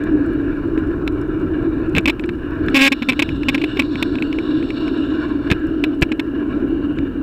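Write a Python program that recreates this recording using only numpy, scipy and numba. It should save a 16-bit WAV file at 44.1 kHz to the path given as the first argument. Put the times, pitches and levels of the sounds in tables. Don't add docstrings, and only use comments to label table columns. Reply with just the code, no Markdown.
import sys
import numpy as np
from scipy import signal
from scipy.io import wavfile
from scipy.ndimage import uniform_filter1d
from numba import njit

SR = 44100
rng = np.random.default_rng(int(sys.argv[2]) if len(sys.argv) > 2 else 0)


def digitize_waveform(pressure):
    field = np.atleast_2d(pressure).T
    bounded = np.clip(field, -1, 1)
    quanta = np.round(bounded * 32767).astype(np.int16)
    wavfile.write(sys.argv[1], SR, quanta)


N = 318402

# low_modes_db, ring_near_2800_hz_db, high_modes_db
RIDE_LEVELS = [(0.0, -18.5, -27.5, -37.5, -56, -62), (1.29, -21, -28, -40, -56.5, -66),
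               (1.85, -19.5, -27.5, -37, -55.5, -62), (2.19, -24, -30, -46.5, -54, -66.5),
               (2.53, -24.5, -30, -38, -59, -62.5), (2.71, -16, -25, -36, -47, -55),
               (2.87, -26, -39, -46.5, -49, -56.5), (3.06, -25.5, -37, -42.5, -47, -51.5),
               (3.3, -24, -27.5, -41.5, -46, -52), (3.62, -23, -33.5, -41, -45, -47.5),
               (3.9, -22, -33.5, -39.5, -50, -46), (4.3, -20, -32.5, -39.5, -46.5, -49.5),
               (4.79, -19.5, -32.5, -38, -45, -46.5), (5.39, -21.5, -33, -37.5, -48.5, -53.5),
               (5.81, -22, -31.5, -42.5, -50.5, -60.5), (6.17, -23, -37.5, -43, -51, -65),
               (6.56, -19, -30, -39.5, -50.5, -62), (7.22, -21.5, -32.5, -44, -52, -65)]
# start_s, nominal_length_s, knocks_per_s (at the hardest),
# hardest_knock_db (relative), hollow_tone_db (relative)
RATTLE_BURSTS = [(0.777, .003, 380, -22, 5.5), (1.077, 0.0032, 340, -11.5, -4),
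                 (1.9508, 0.01, 172, -11, -14), (1.963, .012, 270, -10, -5),
                 (1.9755, 0.0021, 500, -13.5, 3), (1.9824, 0.0032, 375, -5, -5),
                 (1.9913, 0.007, 237, -17.5, -13), (2.057, 0.01, 260, -7.5, -22),
                 (2.076, .019, 288, -8, -7), (2.096, .012, 311, -8, -16), (2.1957, 0.0037, 265, -17, -5),
                 (2.2383, 0.0054, 290, -20, 1.5), (2.2912, 0.0059, 300, -17.5, -0.5),
                 (2.684, 0.0036, 167, -15, 6.5), (2.745, .0435, 275, -5.5, -10),
                 (2.7891, .1, 273, -4.5, -6), (2.9195, .019, 275, -7.5, -8.5),
                 (3.022, 0.016, 253, -13.5, -7.5), (3.0877, .022, 263, -6.5, -13),
                 (3.115, .002, 230, -21, -18), (3.122, 0.0025, 324, -12.5, -17),
                 (3.132, .003, 240, -15, -8), (3.138, 0.0027, 315, -25, -12), (3.193, 0.016, 280, -7, -8),
                 (3.221, 0.015, 320, -9, -9.5), (3.2905, 0.0028, 240, -15, -10),
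                 (3.433, .003, 230, -16.5, -5), (3.485, 0.019, 275, -7, -11.5),
                 (3.5456, 0.014, 270, -8.5, -8), (3.579, 0.0071, 300, -16.5, -11),
                 (3.616, 0.0096, 283, -15, -22), (3.6397, .007, 340, -11, -9),
                 (3.771, 0.0076, 370, -16, -23), (3.7936, 0.015, 285, -6.5, -25),
                 (3.8213, 0.0029, 304, -14, -16), (3.956, 0.0036, 210, -15, -4),
                 (4.026, 0.0057, 313, -5.5, -14), (4.1547, 0.0024, 220, -17.5, -6),
                 (4.1856, 0.0027, 290, -22, -9), (4.2236, .003, 250, -11.5, -20),
                 (4.3278, 0.0017, 296, -16.5, -12), (4.3866, 0.0023, 390, -15.5, -15),
                 (4.627, 0.0027, 305, -22.5, 0), (4.7045, 0.0028, 280, -16.5, -27),
                 (4.8801, .003, 330, -18.5, -20), (5.5016, 0.0098, 344, -11.5, -4),
                 (5.5141, 0.0031, 290, -5.5, -11), (5.5184, 0.0028, 216, -17, 14),
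                 (5.5235, .002, 420, -10, -3), (5.532, 0.0033, 400, -19, -9), (5.839, 0.0085, 340, -10, -9),
                 (6.02, 0.018, 340, -7.5, -1), (6.1182, 0.0095, 276, -13, -6),
                 (6.196, 0.0078, 310, -11.5, -9), (6.9865, .003, 310, -19, -1.5)]
# start_s, level_db, pitch_hz (of the lower partial), length_s
ROAD_BUMPS = [(1.965, -14, 71, 0.029), (2.686, -28, 59.6, 0.022), (5.508, -7.5, 85.9, 0.021),
              (5.677, -23, 69.4, 0.025), (6.017, -2.5, 57.7, 0.017), (6.981, -22, 60, 0.024)]
# pitch_hz, t60_s (undamped), knocked_db (relative), road_shaken_db (relative)
CASE_MODES = [(644, 0.048, -27.5, 2), (1053, 0.012, -4.5, 6), (1344, 0.025, -15, 6),
              (1501, 0.0082, -19.5, 8), (1651, 0.017, -4, 8.5), (2331, 0.025, -0.5, -3),
              (2558, 0.015, 5.5, -8), (2840, 0.018, -7, 2.5), (3566, 0.02, -7.5, -5),
              (3834, 0.0097, -9.5, -4), (3980, 0.051, -23, -14.5), (4340, 0.01, -26, -10),
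              (5363, 0.025, -25.5, -17.5), (5230, 0.0038, -33.5, -19), (6700, 0.0037, -26, -31),
              (6950, 0.0082, -33.5, -28.5), (7380, 0.008, -31, -30.5), (7750, 0.016, -32.5, -24),
              (8600, 0.0051, -31.5, -39), (10700, .005, -31, -45), (11300, .008, -37, -43.5),
              (13600, .006, -29, -39.5)]
# low_hz, high_hz
HOLLOW_BAND_HZ = (1200, 1900)
GROUP_BORDERS_HZ = [2700, 3200]
# (per Hz, relative)
WIND_SPECTRUM = [(20, 0.5), (45, 5), (100, 2.5), (160, -2.5), (250, -13), (450, -28), (700, -30),
                 (1500, -24.5)]
# time_s, size_db (relative)
LOUD_GRIT = [(0.0381, -38), (0.2623, -48), (0.6764, -56), (0.787, -49), (0.8724, -50), (1.1242, -49),
             (1.214, -43), (1.8945, -43), (1.9291, -50), (2.0088, -43), (2.2094, -48), (2.259, -43),
             (2.507, -48), (2.6629, -43), (2.6994, -40), (5.669, -48), (6.0134, -33)]
# time_s, pitch_hz
MOUNT_PITCH = [(0, 302), (1.5, 313), (2.65, 307), (2.78, 281), (3.7, 295.6), (4.3, 300.6), (5.7, 304),
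               (6.1, 296.3), (7.22, 290)]

HISS_DB, TOP_HZ = -67.5, 15950
HELD_DAMPING = 0.7
PEAK_SHARE, PEAK_MAX_S, RISE_S, FALL_S = 0.27, 0.0291, 0.036, 0.012
FIRST_SHARE = 0.66
SLACK = 0.08


def undb(db):
    return 10 ** (np.asarray(db) / 20)


def level(x, db):
    return x * undb(db) / np.sqrt(np.mean(x ** 2))


def noise():
    return rng.standard_normal(N)


def walk(rate):
    hold = int(SR / rate)
    steps = np.repeat(rng.standard_normal(N // hold + 1), hold)
    return 1.3 * uniform_filter1d(uniform_filter1d(steps, hold), hold)[:N]


@njit
def moving_bandpass(x, hz, width):
    y, band, low = np.empty(len(x)), 0., 0.
    for i in range(len(x)):
        g, damping = np.tan(np.pi * hz[i] / SR), width / hz[i]
        v = (band + g * (x[i] - low)) / (1 + g * (g + damping))
        band = 2 * v - band
        low += 2 * g * v
        y[i] = damping * v
    return y


def double_bandpass(x, hz, width):
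    centre_hz = np.full(N, 1. * hz)
    return moving_bandpass(moving_bandpass(x, centre_hz, width), centre_hz, width)


def hiss():
    return level(noise(), HISS_DB)


def wind(db):
    out, gust = 0, walk(5.8)
    spectrum_hz, spectrum_db = np.transpose(WIND_SPECTRUM)
    for hz in 20 * 2 ** np.arange(0, 6.1, .5):
        band = double_bandpass(noise(), hz, hz / 2)
        band_db = np.interp(np.log(hz), np.log(spectrum_hz), spectrum_db)
        out = out + band * undb(band_db + 0.82 * gust + 1.5 * walk(14.0))
    return undb(db) * level(out, 1.0)


def bumps():
    out = np.zeros(N)
    for s, db, hz, length in ROAD_BUMPS:
        t = np.arange(0, length, 1 / SR)
        thud = np.sin(2 * np.pi * hz * t) + 0.89 * np.sin(2 * np.pi * 2.28 * hz * t)
        out[int(s * SR):][:len(t)] -= undb(db) * np.hanning(len(t)) * thud
    return out


def mount(hz, db):
    road = noise() * undb(0.76 * walk(14))
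    hum = moving_bandpass(moving_bandpass(road, hz, 61.0), hz, 91.0)
    return undb(db) * level(hum, 1.0)


def swings(s, size, period):
    out = np.zeros(N)
    for t0, a, p in zip(s, size, period):
        t = np.arange(-2 * p, p, 1 / SR)
        i = int((t0 + t[0]) * SR)
        turn = 2 * np.pi * (t - .0011) / p
        overtones = .5 * np.cos(2 * turn) + 0.11 * np.cos(3 * turn) + 0.067 * np.cos(4 * turn)
        shape = np.cos(turn) + a * overtones
        out[i:i + len(t)] += a ** 0.31 * np.hanning(len(t)) * shape
    return undb(-12.5) * out


def grit():
    loud_s, loud_db = np.transpose(LOUD_GRIT)
    place, draw = rng.random((250, 2)).T
    faint_s = place * (N - 9) / SR
    faint_db = -70 + 17 * draw ** 2
    return np.append(loud_s, faint_s), undb(np.append(loud_db, faint_db))


def knock_list():
    rows = []
    for s, length, rate, top_db, hollow_db in RATTLE_BURSTS:
        t = np.arange(0, length, 1 / rate)
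        peak = min(PEAK_SHARE * length, PEAK_MAX_S)
        rise = np.maximum(1 - (peak - t) / RISE_S, FIRST_SHARE)
        fall = (length - t) / min(FALL_S, length - peak)
        share = np.clip(np.minimum(rise, fall), 0, 1)
        period = (1 + SLACK * (1 - share)) / rate
        knock_s = s + np.cumsum(period) - period
        rows += zip(knock_s, undb(top_db) * share, np.full(len(t), hollow_db), period)
    return np.array(rows).T


def ring(x, hz, t60):
    r, w = np.exp(-np.log(1000) / (t60 * SR)), 2 * np.pi * hz / SR
    return signal.lfilter([0, np.sin(w)], [1, -2 * r * np.cos(w), r * r], x)


def swell(x, hz, turns):
    return double_bandpass(x, hz, hz * turns)


def chatter(blows, high):
    fade = np.exp(-1 / (0.0016 * SR))
    envelope = signal.lfilter([1], [1, -fade], blows)
    return envelope * noise() * (.006 + 0.7 * high ** 2)


def case(s, size, hollow_db, shake_db):
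    jitter_s = .00004 * rng.standard_normal(len(s))
    knock_at = ((s + jitter_s) * SR).astype(int)
    grit_s, grit_size = grit()
    grit_at = (grit_s * SR).astype(int)
    grain = walk(60)
    struck, shaken = 0, np.zeros((3, N))
    for hz, t60, knock_db, road_db in CASE_MODES:
        blows = np.zeros(N)
        high = min(hz / 8000, 1)
        db = knock_db + 1.5 * rng.standard_normal(len(knock_at))
        db += (hollow_db + 8.5) * (HOLLOW_BAND_HZ[0] < hz < HOLLOW_BAND_HZ[1])
        np.add.at(blows, knock_at, size ** (1 + .75 * high) * undb(db))
        grit_db = -8.0 + 0.32 * knock_db + 4.0 * rng.standard_normal(len(grit_s))
        np.add.at(blows, grit_at, grit_size * undb(grit_db))
        held_ring = ring(blows + chatter(blows, high), hz, HELD_DAMPING * t60)
        struck = struck + swell(held_ring, hz, turns=0.75)
        road = noise() * undb(2.5 * walk(12) + 2.17 * grain)
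        road_ring = swell(ring(road, hz, t60), hz, turns=.3)
        shaken[np.searchsorted(GROUP_BORDERS_HZ, hz)] += level(road_ring, road_db)
    shake = sum(undb(db) * level(x, 1.73) for x, db in zip(shaken, shake_db))
    return undb(-2.0) * struck + shake


def scene():
    clock = np.arange(N) / SR
    t, *columns = np.transpose(RIDE_LEVELS)
    mount_db, wind_db, *shake_db = (np.interp(clock, t, c) for c in columns)
    mount_hz = np.interp(clock, *np.transpose(MOUNT_PITCH))
    s, size, hollow_db, period = knock_list()
    frame = mount(mount_hz, mount_db) + swings(s, size, period) + bumps()
    body = case(s, size, hollow_db, shake_db)
    return (frame + body + wind(wind_db) + hiss())[None]


@njit
def ride_gain(x, top, attack, release, strength):
    y, followed = np.empty(len(x)), 0.
    for i in range(len(x)):
        followed += (abs(x[i]) - followed) * (attack if abs(x[i]) > followed else release)
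        y[i] = x[i] * min(1., top / (followed + 1e-9)) ** strength
    return y


def record(dry):
    attack_s, release_s = 0.0049, .06
    x = ride_gain(dry[0], 0.35, 1 / (attack_s * SR), 1 / (release_s * SR), 0.26)
    x = np.clip(x, -.62, .68)
    low_pass = signal.ellip(10, .2, 70, TOP_HZ, fs=SR, output="sos")
    return signal.sosfilt(low_pass, x)[None]


dry = scene()
out = record(dry)
digitize_waveform(out)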